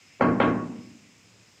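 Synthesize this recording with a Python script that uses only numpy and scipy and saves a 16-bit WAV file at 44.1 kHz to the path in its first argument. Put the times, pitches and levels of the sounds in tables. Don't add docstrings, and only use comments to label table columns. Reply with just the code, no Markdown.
import sys
import numpy as np
from scipy import signal
from scipy.io import wavfile

SR = 44100
rng = np.random.default_rng(int(sys.argv[2]) if len(sys.argv) > 2 else 0)


def how_loud(loudness_db):
    steps = np.asarray(loudness_db, float) / 20
    return 10 ** steps


def store_wav(level_fs):
    pcm = np.round(np.clip(np.atleast_2d(level_fs), -1, 1) * 32767)
    wavfile.write(sys.argv[1], SR, pcm.T.astype(np.int16))


N = 70560


def at_hz(points, hz, col=1):
    p = np.array(points)
    return np.interp(np.log(hz), np.log(p[:, 0]), p[:, col])


def rms_one(x):
    return x / np.sqrt(np.mean(x ** 2) + 1e-20)


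def drift(rate_hz):
    r = np.exp(-2 * np.pi * rate_hz / SR)
    noise = rng.standard_normal(N + SR)
    return rms_one(signal.lfilter([1], [1, -2 * r, r * r], noise)[SR:])


def ring(x, hz, t60_s):
    r = how_loud(-60 / (t60_s * SR))
    w = 2 * np.pi * hz / SR
    return signal.lfilter([0, np.sin(w)], [1, -2 * r * np.cos(w), r * r], x + 1e-18)


def click(start_s, level_db):
    x = np.zeros(N)
    x[int(start_s * SR)] = how_loud(level_db)
    return x


def band_pass(x, low_hz, high_hz):
    return signal.sosfilt(signal.butter(2, [low_hz, high_hz], "band", fs=SR, output="sos"), x)


def band(x, hz, width_hz):
    return band_pass(x, hz - width_hz / 2, hz + width_hz / 2)


def bands(gain):
    edges = 30 * 2 ** (np.arange(28) / 3)
    white = rng.standard_normal((2, N))
    total = 0
    for k, (low, high) in enumerate(zip(edges, edges[1:])):
        total = total + gain(np.sqrt(low * high)) * band_pass(white[k % 2], low, high)
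    return total


# pitch_hz [Hz], level_db [dB]
AIR_SPECTRUM = [(30, -15.5), (60, -13), (110, -2.5), (200, -6.5), (600, -16), (1300, -16.5), (3800, -18.5),
                (7500, -18.5), (9500, -47), (12500, -25.5), (15000, -49)]


def outdoor_hiss():
    return how_loud(-59.5) * rms_one(bands(lambda hz: how_loud(at_hz(AIR_SPECTRUM, hz) + .8 * drift(8))))


# pitch_hz [Hz], width_hz [Hz], level_db [dB], slope_db [dB/s]
INSECT_BANDS = [(2400, 900, -59.5, -4.5), (5130, 590, -68.5, -0.6), (6880, 2020, -69.5, 1.3)]


def insects():
    t = np.arange(N) / SR
    x = 0
    for hz, width_hz, level_db, slope_db in INSECT_BANDS:
        level = how_loud(level_db + slope_db * t + drift(8))
        x = x + level * rms_one(band(rng.standard_normal(N), hz, width_hz))
    return x


# start_s [s], level_db [dB]
CHIRR_LEVEL = [
    (0, -70),
    (.14, -67),
    (.2, -89),
    (0.751, -78),
    (.84, -58.5),
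    (.95, -91),
    (1.6, -69.5),
]


def chirr():
    level_db = np.interp(np.arange(N) / SR, *np.transpose(CHIRR_LEVEL))
    level = how_loud(level_db + 1.9 * drift(50))
    return level * rms_one(band(rng.standard_normal(N), 5120, 160))


# start_s [s], level_db [dB], head_ring_db [dB]
BLOWS = [
    (0.2087, -2.5, 2),
    (0.4010, -3, -4.5),
]


def wall_thud():
    lead_s, rise_s, level_db, t60_s = .0122, 0.0011, -36, .15
    t = np.arange(N) / SR
    envelope = 0
    for start_s, _, _ in BLOWS:
        since = t - start_s + lead_s
        rise = np.clip(since / rise_s, 0, 1) ** 2
        envelope = envelope + rise * how_loud(level_db - 60 * np.clip(since, 0, 9) / t60_s)
    spectrum = [(100, -0.5), (300, 11.5), (900, 0.5), (2600, -17), (3600, -42)]   # Hz, dB
    return envelope * rms_one(bands(lambda hz: how_loud(at_hz(spectrum, hz))))


CONTACT_TIMES = (.00054, .00042)


def contact_force():
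    t = np.arange(N) / SR
    force = 0
    for (start_s, level_db, _), contact_s in zip(BLOWS, CONTACT_TIMES):
        pulse = np.sin(np.pi * np.clip((t - start_s) / contact_s, 0, 1)) ** 2
        force = force + how_loud(level_db) * 2 / (contact_s * SR) * pulse
    return force


# pitch_hz [Hz], level_db [dB], t60_s [s]
TILE_MODES = [(542, -7.5, .018), (820, -3.5, 0.0092), (992, -6.5, 0.006), (1400, -10, 0.01),
              (2230, -10.5, 0.0077), (3194, -18, 0.0083), (4300, -12.5, 0.008)]


def tile_knock():
    unit = click(0, 0)
    knock = 0
    for k, (hz, level_db, t60_s) in enumerate(TILE_MODES):
        knock = knock + (-1) ** (k + 1) * how_loud(level_db) * ring(unit, hz, t60_s)
    return knock


# pitch_hz [Hz], level_db [dB], t60_s [s]
HEAD_MODES = [(3960, -55, 0.24), (4470, -49, 0.18), (4700, -54, 0.086), (5230, -61, 0.31),
              (6340, -53.5, 0.11), (6920, -66, .12)]


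def mallet_head():
    head = 0
    for start_s, _, head_ring_db in BLOWS:
        for hz, level_db, t60_s in HEAD_MODES:
            strike = click(start_s + rng.uniform(0, 0.0029), head_ring_db + level_db)
            head = head + ring(strike, hz, t60_s)
    return head


def head_flutter():
    return how_loud(6.1 * drift(58))


# delay_s [s], level_db [dB], sign [signed factor]
WALL_ECHOES = [
    (.0022, 2.5, 1),
    (.0073, -16, 0.4),
    (.0152, -8, -1.6),
    (.017, -18, 1),
    (.0245, -24, 1),
    (.0377, -8.5, 0.56),
]


def early_paths():
    paths = click(0, 0)
    for delay_s, level_db, sign in WALL_ECHOES:
        paths = paths + sign * click(delay_s, level_db)
    return paths


# pitch_hz [Hz], level_db [dB], t60_s [s], swell_s [s]
LONG_RINGS = [(168.7, -22.5, 0.97, 0.01), (200.93, -24.5, 1.2, 0.09), (234.1, -23.5, 0.99, 0.05),
              (246.5, -16.5, 0.97, 0.015), (295.6, -24.5, 0.94, 0.0068), (324.5, -32, 1.1, 0.026),
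              (365, -25.5, 0.79, 0.012), (465.6, -24, 0.63, 0.045), (542, -21.5, 0.4, 0.03),
              (631.7, -27.5, 0.72, 0.0076), (827.5, -27.5, 0.44, .01), (942, -31, .5, 0.0033),
              (1170, -40.5, 0.33, 0.012),
              (1394, -25.5, .37, 0.0043), (1614, -24.5, 0.36, .004), (1938, -35, 0.18, 0.0089),
                (2093, -24.5, 0.38, .004), (2300, -41.5, .35, 0.0027), (2600, -33.5, 0.6, .003),
                (3166, -23, .28, .003), (4210, -40, 0.14, .003), (4420, -27, .22, .003)]


def long_rings():
    t = np.arange(N) / SR
    rings = 0
    for hz, level_db, t60_s, swell_s in LONG_RINGS:
        envelope = how_loud(level_db - 60 * t / t60_s) * (1 - np.exp(-t / swell_s))
        rings = rings + envelope * np.sin(2 * np.pi * (hz * t + rng.random()))
    return rings


# pitch_hz [Hz], level_db [dB], t60_s [s], beat_hz [Hz], first_swell_s [s]
SPLIT_MODES = [(113.5, -23.5, 1, 2.93, 0.14), (274.2, -26.5, 1.0, 3.9, 0.039),
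               (1110, -17, 0.92, 5.4, 0.053)]


def beating_modes():
    beat_depth, settle_s, settle_db = .7, .245, -14
    t = np.arange(N) / SR
    grip_db = settle_db / (1 + np.exp(-np.clip((t - settle_s) / .006, -30, 30)))
    modes = 0
    for hz, level_db, t60_s, beat_hz, first_swell_s in SPLIT_MODES:
        beat = 1 - beat_depth * np.sin(np.pi * beat_hz * (t - first_swell_s)) ** 2
        decay = how_loud(level_db - 60 * t / t60_s + grip_db * (hz > 500))
        modes = modes + decay * beat * (1 - np.exp(-t / .008)) * np.sin(2 * np.pi * hz * t)
    return modes


# pitch_hz [Hz], level_db [dB per Hz], t60_s [s]
ROOM_DECAY = [(41, -14, 1), (101.7, -5.5, .85), (250, 1.5, 0.98), (583, -6, .65), (1037, -6.5, 0.66),
              (1887, -11.5, 0.55), (3000, -5, 0.19), (4500, -9, 0.38), (6000, -19.5, 0.56)]


def diffuse_tail():
    level_db, swell_s, lump_db = -15.5, 0.0094, 1.0
    t = np.arange(N) / SR

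    def gain(hz):
        decay_db = at_hz(ROOM_DECAY, hz) - 60 * t / at_hz(ROOM_DECAY, hz, col=2)
        return how_loud(decay_db + lump_db * drift(29.6))

    tail = bands(gain)
    tail = tail / np.std(tail[:SR // 20])
    return tail * how_loud(level_db) * (1 - np.exp(-t / swell_s))


def knocks():
    tile = signal.fftconvolve(tile_knock(), early_paths())[:N]
    response = tile + long_rings() + beating_modes() + diffuse_tail()
    return signal.fftconvolve(contact_force(), response)[:N]


# start_s [s], level_db [dB], pitch_hz [Hz]
GRIT_TICKS = [
    (.397, -76, 12000),
    (1.235, -66, 9440),
]


def grit_ticks():
    t = np.arange(N) / SR
    x = 0
    for start_s, level_db, hz in GRIT_TICKS:
        burst = how_loud(level_db) * np.exp(-((t - start_s) / .003) ** 2) * rng.standard_normal(N)
        x = x + band(burst, hz, 2400)
    return x


# start_s [s], level_db [dB], rise_s [s]
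FAR_THUMPS = [
    (1.234, -58, 0.028),
    (1.309, -56.5, 0.021),
    (1.385, -57.5, 0.018),
]


def far_thumps():
    t = np.arange(N) / SR
    x = 0
    for start_s, level_db, rise_s in FAR_THUMPS:
        u = np.clip(t - start_s, 0, 9) / rise_s
        low_mode = np.sin(2 * np.pi * 112 * t)
        upper_mode = 0.61 * np.sin(2 * np.pi * 188 * t + 6 * rng.random())
        rustle = 2.7 * band(rng.standard_normal(N), 376, 290)
        x = x + how_loud(level_db) * u * np.exp(1 - u) * (low_mode + upper_mode + rustle)
    return x


def scene():
    lull_s, lull_length_s, lull_db = .203, .005, -7
    t = np.arange(N) / SR
    lull = how_loud(lull_db * np.exp(-((t - lull_s) / lull_length_s) ** 2))
    head = mallet_head()
    thud = wall_thud()
    mallet = thud + knocks() + head * head_flutter()
    air = outdoor_hiss() + insects() + chirr()
    return (mallet + lull * air + far_thumps() + grit_ticks())[None]


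def band_limit(x):
    return signal.sosfilt(signal.butter(12, 15630, fs=SR, output="sos"), x)


def record(dry):
    low_cut_hz, ceiling = 72, 1.5
    x = signal.sosfilt(signal.butter(2, low_cut_hz, "high", fs=SR, output="sos"), dry)
    mix = ceiling * np.tanh(x / ceiling)
    return band_limit(mix)


dry = scene()
out = record(dry)
store_wav(out)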